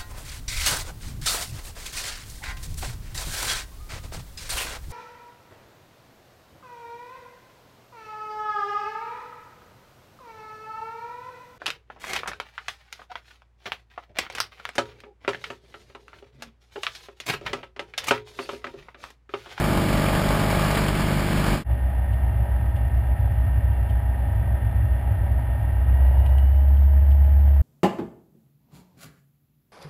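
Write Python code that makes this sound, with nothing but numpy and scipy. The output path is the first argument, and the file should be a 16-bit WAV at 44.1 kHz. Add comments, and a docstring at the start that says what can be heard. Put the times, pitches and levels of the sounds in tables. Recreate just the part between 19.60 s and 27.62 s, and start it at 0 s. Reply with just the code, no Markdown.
"""An airport apron, then a cabin: a light aircraft with a geared four-cylinder piston engine idles.
Outside, three blades thud, slap and hiss over the exhaust puffs, each blade a pulse and a noise burst.
Inside, firing and blade tones beat into a throbbing boom; repeating noise bursts clatter, mesh tones whine.
The throttle opens a little and a loose fitting rattles. Coarse sampling adds a thin mirrored fizz."""
import sys
import numpy as np
from scipy.fft import rfft, irfft, next_fast_len
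from scipy.io import wavfile
from scipy.ndimage import map_coordinates

SR = 44100
rng = np.random.default_rng(int(sys.argv[2]) if len(sys.argv) > 2 else 0)


def master(y):
    """Save y as 16-bit WAV."""
    cut = np.clip(np.atleast_2d(y).T, -1, 1)
    pcm = np.round(cut * 32767)  # scale
    wavfile.write(sys.argv[1], SR, pcm.astype(np.int16))


N = 353665
T = np.arange(N) / SR
GEAR_RATIO, BLADES = 1.69, 3  # crank turns per propeller turn
MESH_TEETH = 29
INSIDE_S, IDLE_HZ = 2.04, 31.68  # cabin takes over; crank idle speed there


# propeller hunting outside: (time [s], blade passing rate [Hz])
BLADE_RATE = [(0.0, 45.3), (0.23, 44.8), (0.532, 45.3), (1.464, 44.7), (1.864, 45.0), (1.97, 44.7)]
# throttle opening in two pushes: (time [s], crank speed above idle [Hz])
SPEED_UP = [(6.15, 0), (6.4, .93), (6.65, 1.37), (7, 2.66), (7.2, 3.04), (7.5, 3.3), (8, 3.4)]


def crank_speed():
    """Crank turns per second: slow idle outside; in the cabin a faster idle, then more throttle."""
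    blade_rate_hz, = curves(BLADE_RATE)
    above_idle_hz, = curves(SPEED_UP)
    outside_hz = blade_rate_hz * GEAR_RATIO / BLADES
    cabin_hz = IDLE_HZ + above_idle_hz + 0.0201 * wobble(3)
    return np.where(T < INSIDE_S, outside_hz, cabin_hz)


def throttled(speed, idle, fast):
    """Passes from the idle to the fast value as crank speed rises 1.4 to 2.4 Hz above idle."""
    return idle + (fast - idle) * np.clip((speed - IDLE_HZ - 1.4) / 1.0, 0, 1)


# exhaust tones: (order [multiple of crank speed], level [dB])
EXHAUST = [(1, -46.5), (2, -30), (2.5, -59), (3, -43.5), (3.5, -63.5), (4, -30.5), (5, -50.5), (6, -29),
           (7, -38), (8, -33.5), (12, -47.5), (16, -51)]


def exhaust(crank):
    """Firing overtones cross zero together, a push then a sharp suck; other orders join with random phases, so
    the puffs stay even."""
    puffs = crank + 1 / 4
    total = 0
    for order, db in EXHAUST:
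        phase = rng.random() if order % 2 else 1 / 4
        total = total + amp(db) * tone(order * puffs + phase, waver=0.019)
    return total


# thud level: (time [s], level before trim [dB])
THUD_LEVEL = [(0, -29), (.2, -26), (.8, -32.5), (1.35, -32), (1.9, -28)]
# thud spectrum: (frequency [Hz], relative level [dB])
THUD = [(45, -3), (90, -5), (135, -3.5), (180, 0), (225, 1.5), (270, -2.5), (315, -1.5), (360, -2),
        (405, -7), (450, -11.5), (520, -28)]


def blade_thud(blade):
    """Low pressure pulse from each passing blade."""
    level_db, = curves(THUD_LEVEL)
    pulses = slaps(blade, THUD, smear_rad=2.44, jitter_s=0.0001, scatter_db=-0.5, count=12)
    return amp(level_db - 0.8) * pulses


# blade wash: (time [s], swish level before trim [dB], hiss level before trim [dB])
WASH_LEVEL = [(0.0, -28.5, -33.5), (0.232, -29, -34), (0.554, -28, -32.5), (0.688, -28, -33),
              (1.18, -28, -31.5), (1.316, -30.5, -34.5), (1.9, -30, -33.5)]
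# slap spectrum: (frequency [Hz], relative level [dB])
SLAP = [(400, -33), (450, -2.5), (495, -3), (540, 2.5), (585, 5), (680, 3), (720, -12.5), (770, -1.5),
        (855, 2), (920, -8), (1080, -11), (1220, -2), (1400, -20)]


def blade_slap(blade):
    """Sharper pulse per blade, growing faster than the swish when blades bite into rough air."""
    swish_db, _ = curves(WASH_LEVEL)
    pulses = slaps(blade - .1, SLAP, smear_rad=0.88, jitter_s=.00009, scatter_db=1.3, count=32)
    return amp(2.8 * (swish_db + 28) - 30.0) * pulses


# swish and hiss spectra: (frequency [Hz], relative level [dB])
SWISH = [(150, -39), (260, -2), (450, -5), (620, -3.5), (850, -4.5), (1000, -3.5), (1220, -3), (1500, -8),
         (2200, -30)]
HISS = [(820, -33.5), (1400, -6.5), (1680, 1), (1960, -4.5), (2280, -0.5), (2620, -7.5), (2890, -6),
        (3440, -8.5), (3770, -12.5), (4760, -11), (5600, -17), (7280, -44.5), (12300, -120)]


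def blade_wash(blade):
    """Noise burst of swish and hiss from each passing blade; part of the hiss repeats per blade."""
    swish_db, hiss_db = curves(WASH_LEVEL)
    passing = bursts(blade, decay=0.62, floor=.78, scatter_db=3)
    swish = amp(swish_db - 2.0) * coloured(passing * rng.standard_normal(N), SWISH)
    hiss_noise = (passing + 1.0) * churn(blade, repeat=0.19, size=980)
    return swish + amp(hiss_db - 0.05) * coloured(hiss_noise, HISS)


# snaps in the wash: (time [s], relative peak [dB])
SNAPS = [(0.6895, -13), (1.1119, -9), (1.1564, -15), (1.408, -17.5)]
# snap spectrum: (frequency [Hz], relative level [dB])
SNAP = [(600, -1), (1500, 3.5), (3200, -0.5), (5500, -6.5)]


def wash_snaps():
    """Sharp noisy snaps in the blade wash."""
    return amp(-12.0) * taps(SNAPS, SNAP, rise_s=0.0029, t60_s=0.014)


# low wash spectrum: (frequency [Hz], relative level [dB])
LOW_WASH = [(10, -26.5), (22, -4), (45, 7), (90, -3), (150, 3.5), (230, 0), (400, -11.5), (600, -33)]


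def low_wash():
    """Steady low-frequency noise of the wash."""
    return amp(-30.5) * coloured(rng.standard_normal(N), LOW_WASH)


def outside(crank, blade):
    """Exhaust and propeller summed as heard on the apron."""
    propeller = blade_thud(blade) + blade_slap(blade) + blade_wash(blade)
    return exhaust(crank) + propeller + wash_snaps() + low_wash()


# cabin resonance under the firing tone: (frequency [Hz], level before trim [dB])
FIRING_PATH = [(63.4, -21.5), (65, -15.5), (68, -13.4), (70, -13)]


def cabin_firing(speed, crank):
    """Two firings a turn; more throttle lifts the tone into a cabin resonance."""
    firing_db = along(FIRING_PATH, 2 * speed) - 1.05
    return amp(firing_db) * tone(2 * crank, waver=throttled(speed, idle=0.088, fast=.03))


# blade tones in the cabin: (multiple of blade rate, idle level [dB], fast level [dB])
BLADE_TONES = [(1, -31, -34.5), (2, -42, -50)]


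def cabin_chop(speed, blade):
    """The lowest lies 7 to 8 Hz below the firing tone and beats with it; the second is its octave."""
    return sum(amp(throttled(speed, idle, fast)) * tone(k * blade, waver=0.041)
               for k, idle, fast in BLADE_TONES)


# other engine tones: (order [multiple of crank speed], idle level [dB], fast level [dB])
DRONE = [(.5, -48.5, -55.5), (2.493, -37, -40.5), (2.987, -35, -46.5), (3.55, -40.5, -54), (3.91, -42, -56),
         (5.987, -48.5, -51.5), (7.95, -55, -57), (10.01, -55, -60.5), (12.04, -57, -68),
         (18.09, -54.5, -49.5), (20, -50.5, -60), (21.3, -54.5, -79), (21.9, -62.5, -63),
         (24.03, -57, -51.5), (25.96, -49.5, -65), (29.48, -57.5, -74.5), (30.65, -62, -74.5),
         (41.8, -64.5, -75.5), (49.9, -67.5, -66), (109, -74, -105)]


def cabin_drone(speed, crank):
    """Low orders keep step with firing; higher ones arrive by many airframe paths, phases random."""
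    total = 0
    for order, idle, fast in DRONE:
        phase = (order > 4) * rng.random()
        total = total + amp(throttled(speed, idle, fast)) * tone(order * crank + phase, waver=0.21)
    return total


# boom surges and sags: (time [s], level change [dB])
SURGES = [(3.9, 4), (4.55, -8.5), (5.6, 6.5), (5.87, -7)]
# boom spectrum: (frequency [Hz], relative level [dB])
BOOM = [(10, -27), (20, -22), (35, -22.5), (50, -9), (70, -2), (110, 1.5), (125, -16), (145, -15.5),
        (200, -38.5)]


def cabin_rumble(speed):
    """Low noise that wavers, surges and sags."""
    surge_s, waver_db = 0.11, 2
    surge_db = sum(db * np.exp(-((T - s) / surge_s) ** 2) for s, db in SURGES)
    boom_db = throttled(speed, idle=-28.5, fast=-34) + surge_db + waver_db * wobble(3.886)
    return amp(boom_db + 1.4) * coloured(rng.standard_normal(N), BOOM)


# panel, knock and clatter spectra: (frequency [Hz], relative level [dB])
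PANELS = [(120, -9.5), (150, 4.5), (195, -1), (225, -3), (260, 1.5), (290, -10.5), (400, -12.5), (480, -11),
          (600, -28)]
KNOCK = [(200, -28.5), (330, -8), (480, -10), (570, 2.5), (680, 2.5), (800, 1.5), (865, -4.5), (960, 0.5),
         (1040, -16), (1400, -41.5)]
CLATTER = [(620, -39), (1050, -12.5), (1290, -6.5), (1410, -14.5), (1550, -5), (1690, -8.5), (1840, -5),
           (1900, -4), (2000, -11), (2570, -18), (2840, -17), (3090, -19.5), (3580, -27), (3780, -30.5),
           (5600, -38), (7280, -73), (12300, -120)]


def cabin_clatter(speed, crank):
    """Combustion knock and valve clatter through the firewall, partly repeating every two turns."""
    # knock is stronger in a narrow speed range
    shudder_hz, shudder_width_hz, shudder_db = 33.1, 0.47, 4
    shudder = np.exp(-((speed - shudder_hz) / shudder_width_hz) ** 2)
    knock_db = throttled(speed, idle=-40.5, fast=-42.5) + shudder_db * shudder
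    clatter_db = throttled(speed, idle=-47.5, fast=-50)
    cycle = crank / 2
    firings = bursts(2 * crank, decay=0.52, floor=0.9, scatter_db=2.0)
    # one cylinder knocks harder
    uneven = bursts(crank, decay=0.6, floor=0.6, scatter_db=1.0)
    uneven = uneven * bursts(cycle - .62, decay=0.3, floor=1.9, scatter_db=3.0)
    panels = amp(-44) * coloured(churn(cycle, repeat=0.23, size=2784), PANELS)
    knock_noise = firings * uneven * churn(cycle, repeat=0.44, size=2784)
    clatter_noise = (firings + 0.42) * churn(cycle, repeat=0.33, size=2784)
    knock = amp(knock_db - 3.0) * coloured(knock_noise, KNOCK)
    return panels + knock + amp(clatter_db - 1) * coloured(clatter_noise, CLATTER)


# cabin resonances under two mesh overtones: (frequency [Hz], level [dB])
LOW_WHINE_PATH = [(1840, -53.5), (1950, -56.5), (1975, -79.5)]
HIGH_WHINE_PATH = [(2755, -67), (2820, -61), (2880, -64), (2925, -57), (2950, -63), (2995, -67),
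                   (3045, -71)]


def gears(speed, crank):
    """Tooth-mesh overtones swell and fade through cabin resonances; the lower is roughened every turn."""
    low_db = along(LOW_WHINE_PATH, 2 * MESH_TEETH * speed)
    high_db = along(HIGH_WHINE_PATH, 3 * MESH_TEETH * speed)
    roughness = bursts(crank, decay=0.25, floor=2.6, scatter_db=-3.3)
    low = amp(low_db) * unit(tone(2 * MESH_TEETH * crank, waver=0.2) * roughness)
    return low + amp(high_db) * tone(3 * MESH_TEETH * crank, waver=0.25)


# fitting ticks: (time [s], relative peak [dB])
TICKS = [(2.5336, -39), (3.166, -39.5), (4.3006, -38.5), (6.4668, -45.5), (6.602, -45), (6.6645, -35.5),
         (6.739, -46), (6.784, -38), (6.963, -44.5), (7.086, -48.5), (7.1723, -44), (7.5184, -42.5),
         (7.6452, -46), (7.8884, -48)]
# tick spectrum: (frequency [Hz], relative level [dB])
FITTING = [(1200, -30.5), (2300, 2.5), (3000, 11), (3600, -1.5), (4500, -8), (5600, -12)]


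def fitting(speed, crank):
    """Loose fitting ticks, and crackles finely with the firing as the engine speeds up."""
    shake = np.clip((speed - 32) / 1.2, 0, 1)
    contacts = bursts(2 * crank, decay=0.24, floor=.15, scatter_db=3.2) * rng.standard_normal(N)
    crackle = coloured(contacts, [(1800, -17), (3000, 3), (5600, -4)])
    ticks = taps(TICKS, FITTING, rise_s=0.03, t60_s=0.05)
    return amp(-70.0) * shake * crackle + amp(-9.5) * ticks


def cabin(speed, crank, blade):
    """Boom, clatter, gear whine and fitting summed as heard inside."""
    boom = cabin_firing(speed, crank) + cabin_drone(speed, crank) + cabin_chop(speed, blade)
    boom = boom + cabin_rumble(speed)
    return boom + cabin_clatter(speed, crank) + gears(speed, crank) + fitting(speed, crank)


def tone(turns, waver):
    """Cosine locked to a shaft, rms 1 before it wavers in strength and phase."""
    angle = 2 * np.pi * turns
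    in_phase = np.cos(angle) * (1 + waver * wobble(9))
    quadrature = waver * wobble(9) * np.sin(angle)
    return np.sqrt(2) * (in_phase + quadrature)


def slaps(turns, spectrum, smear_rad, jitter_s, scatter_db, count):
    """One pulse a turn, overtones scattered by the ground; time and size vary a little."""
    uneven = turns + jitter_s * wobble(39.46) * np.gradient(turns) * SR
    k = np.arange(1, count + 1)[:, None]
    phase = smear_rad * rng.standard_normal(k.shape)
    shape = np.cos(2 * np.pi * k * np.arange(1024) / 1024 + phase).sum(0)
    train = map_coordinates(shape, [uneven % 1 * len(shape)], mode="grid-wrap")
    return coloured(train * amp(scatter_db * wobble(39.68)), spectrum)


def bursts(turns, decay, floor, scatter_db):
    """Envelope jumping once a turn to a random height; decay is a share of the turn."""
    heights = amp(scatter_db * rng.standard_normal(1024))
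    return floor + heights[np.floor(turns).astype(int)] * np.exp(-(turns % 1) / decay)


def churn(turns, repeat, size):
    """White excitation: the repeat share of its power recurs every turn, the rest is new."""
    pattern = unit(irfft(np.exp(2j * np.pi * rng.random(size // 2 + 1))))
    again = map_coordinates(pattern, [turns % 1 * size], mode="grid-wrap")
    share = np.clip(repeat, 0, 1)
    return np.sqrt(share) * again + np.sqrt(1 - share) * rng.standard_normal(N)


def taps(rows, spectrum, rise_s, t60_s):
    """Short noisy contacts, each rising and dying 60 dB in the given times."""
    envelope = sum(amp(db - 60 * np.abs(T - s) / np.where(T < s, rise_s, t60_s)) for s, db in rows)
    return envelope * coloured(rng.standard_normal(N), spectrum)


def coloured(x, spectrum):
    """x shaped by (frequency [Hz], level [dB]) points, falling away beyond them, rms 1."""
    f, db = np.transpose(spectrum)

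    def response(hz):
        skirt = np.minimum(1, f[-1] / (hz + 1)) ** 4 * np.minimum(1, hz / f[0]) ** 2
        return amp(np.interp(np.log(hz + 1), np.log(f), db)) * skirt

    return unit(filtered(x, response))


def filtered(x, response):
    """x times a response of frequency [Hz]."""
    size = next_fast_len(N + SR // 2)
    return irfft(rfft(x, size) * response(np.fft.rfftfreq(size, 1 / SR)), size)[:N]


def wobble(rate_hz):
    """Smooth random curve with rate_hz knots a second."""
    return map_coordinates(rng.standard_normal(int(N * rate_hz / SR) + 4), [T * rate_hz])


def along(points, hz):
    """Level [dB] that (frequency [Hz], level [dB]) points give a moving tone."""
    return np.interp(hz, *np.transpose(points))


def curves(rows):
    """One value per sample for each column after the time."""
    s, *cols = np.transpose(rows)
    return [np.interp(T, s, c) for c in cols]


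def amp(db):
    """Decibels to gain."""
    return 10 ** (np.asarray(db) / 20)


def unit(x):
    """x at rms 1."""
    return x / np.sqrt(np.mean(x ** 2) + 1e-20)


def scene():
    """Outside sound fades quickly; the cabin takes over."""
    aligned_s = 4.496  # crest of the throb: a blade passes just as a cylinder fires
    speed = crank_speed()
    turns = np.cumsum(speed) / SR
    crank = turns - turns[round(aligned_s * SR)]
    blade = crank * BLADES / GEAR_RATIO
    leaving = np.clip((INSIDE_S - T) / 0.094, 0, 1)
    entering = np.clip((T - INSIDE_S + 0.0014) / 0.071, 0, 1)
    return (leaving * outside(crank, blade) + entering * cabin(speed, crank, blade))[None]


def record(dry):
    """Holding samples at a low rate mirrors the sound about that rate as a thin fizz."""
    hold_hz, band_hz, top_hz = 12000, 5600, 15350
    ending = np.clip((T[-1] - T) / .006, 0, 1)
    sound = filtered(dry[0] * ending, lambda hz: 1 / np.sqrt(1 + (hz / band_hz) ** 40))
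    # image gain = source frequency / image frequency: differentiate, shift, integrate
    slope = filtered(sound, lambda hz: 1j * hz)
    mirrored = slope * 2 * np.cos(2 * np.pi * hold_hz * T)
    fizz = filtered(mirrored, lambda hz: (hz > hold_hz / 2) / (1j * (hz + 1)))
    return filtered(sound + fizz, lambda hz: hz < top_hz)[None]


dry = scene()
out = record(dry)
master(out)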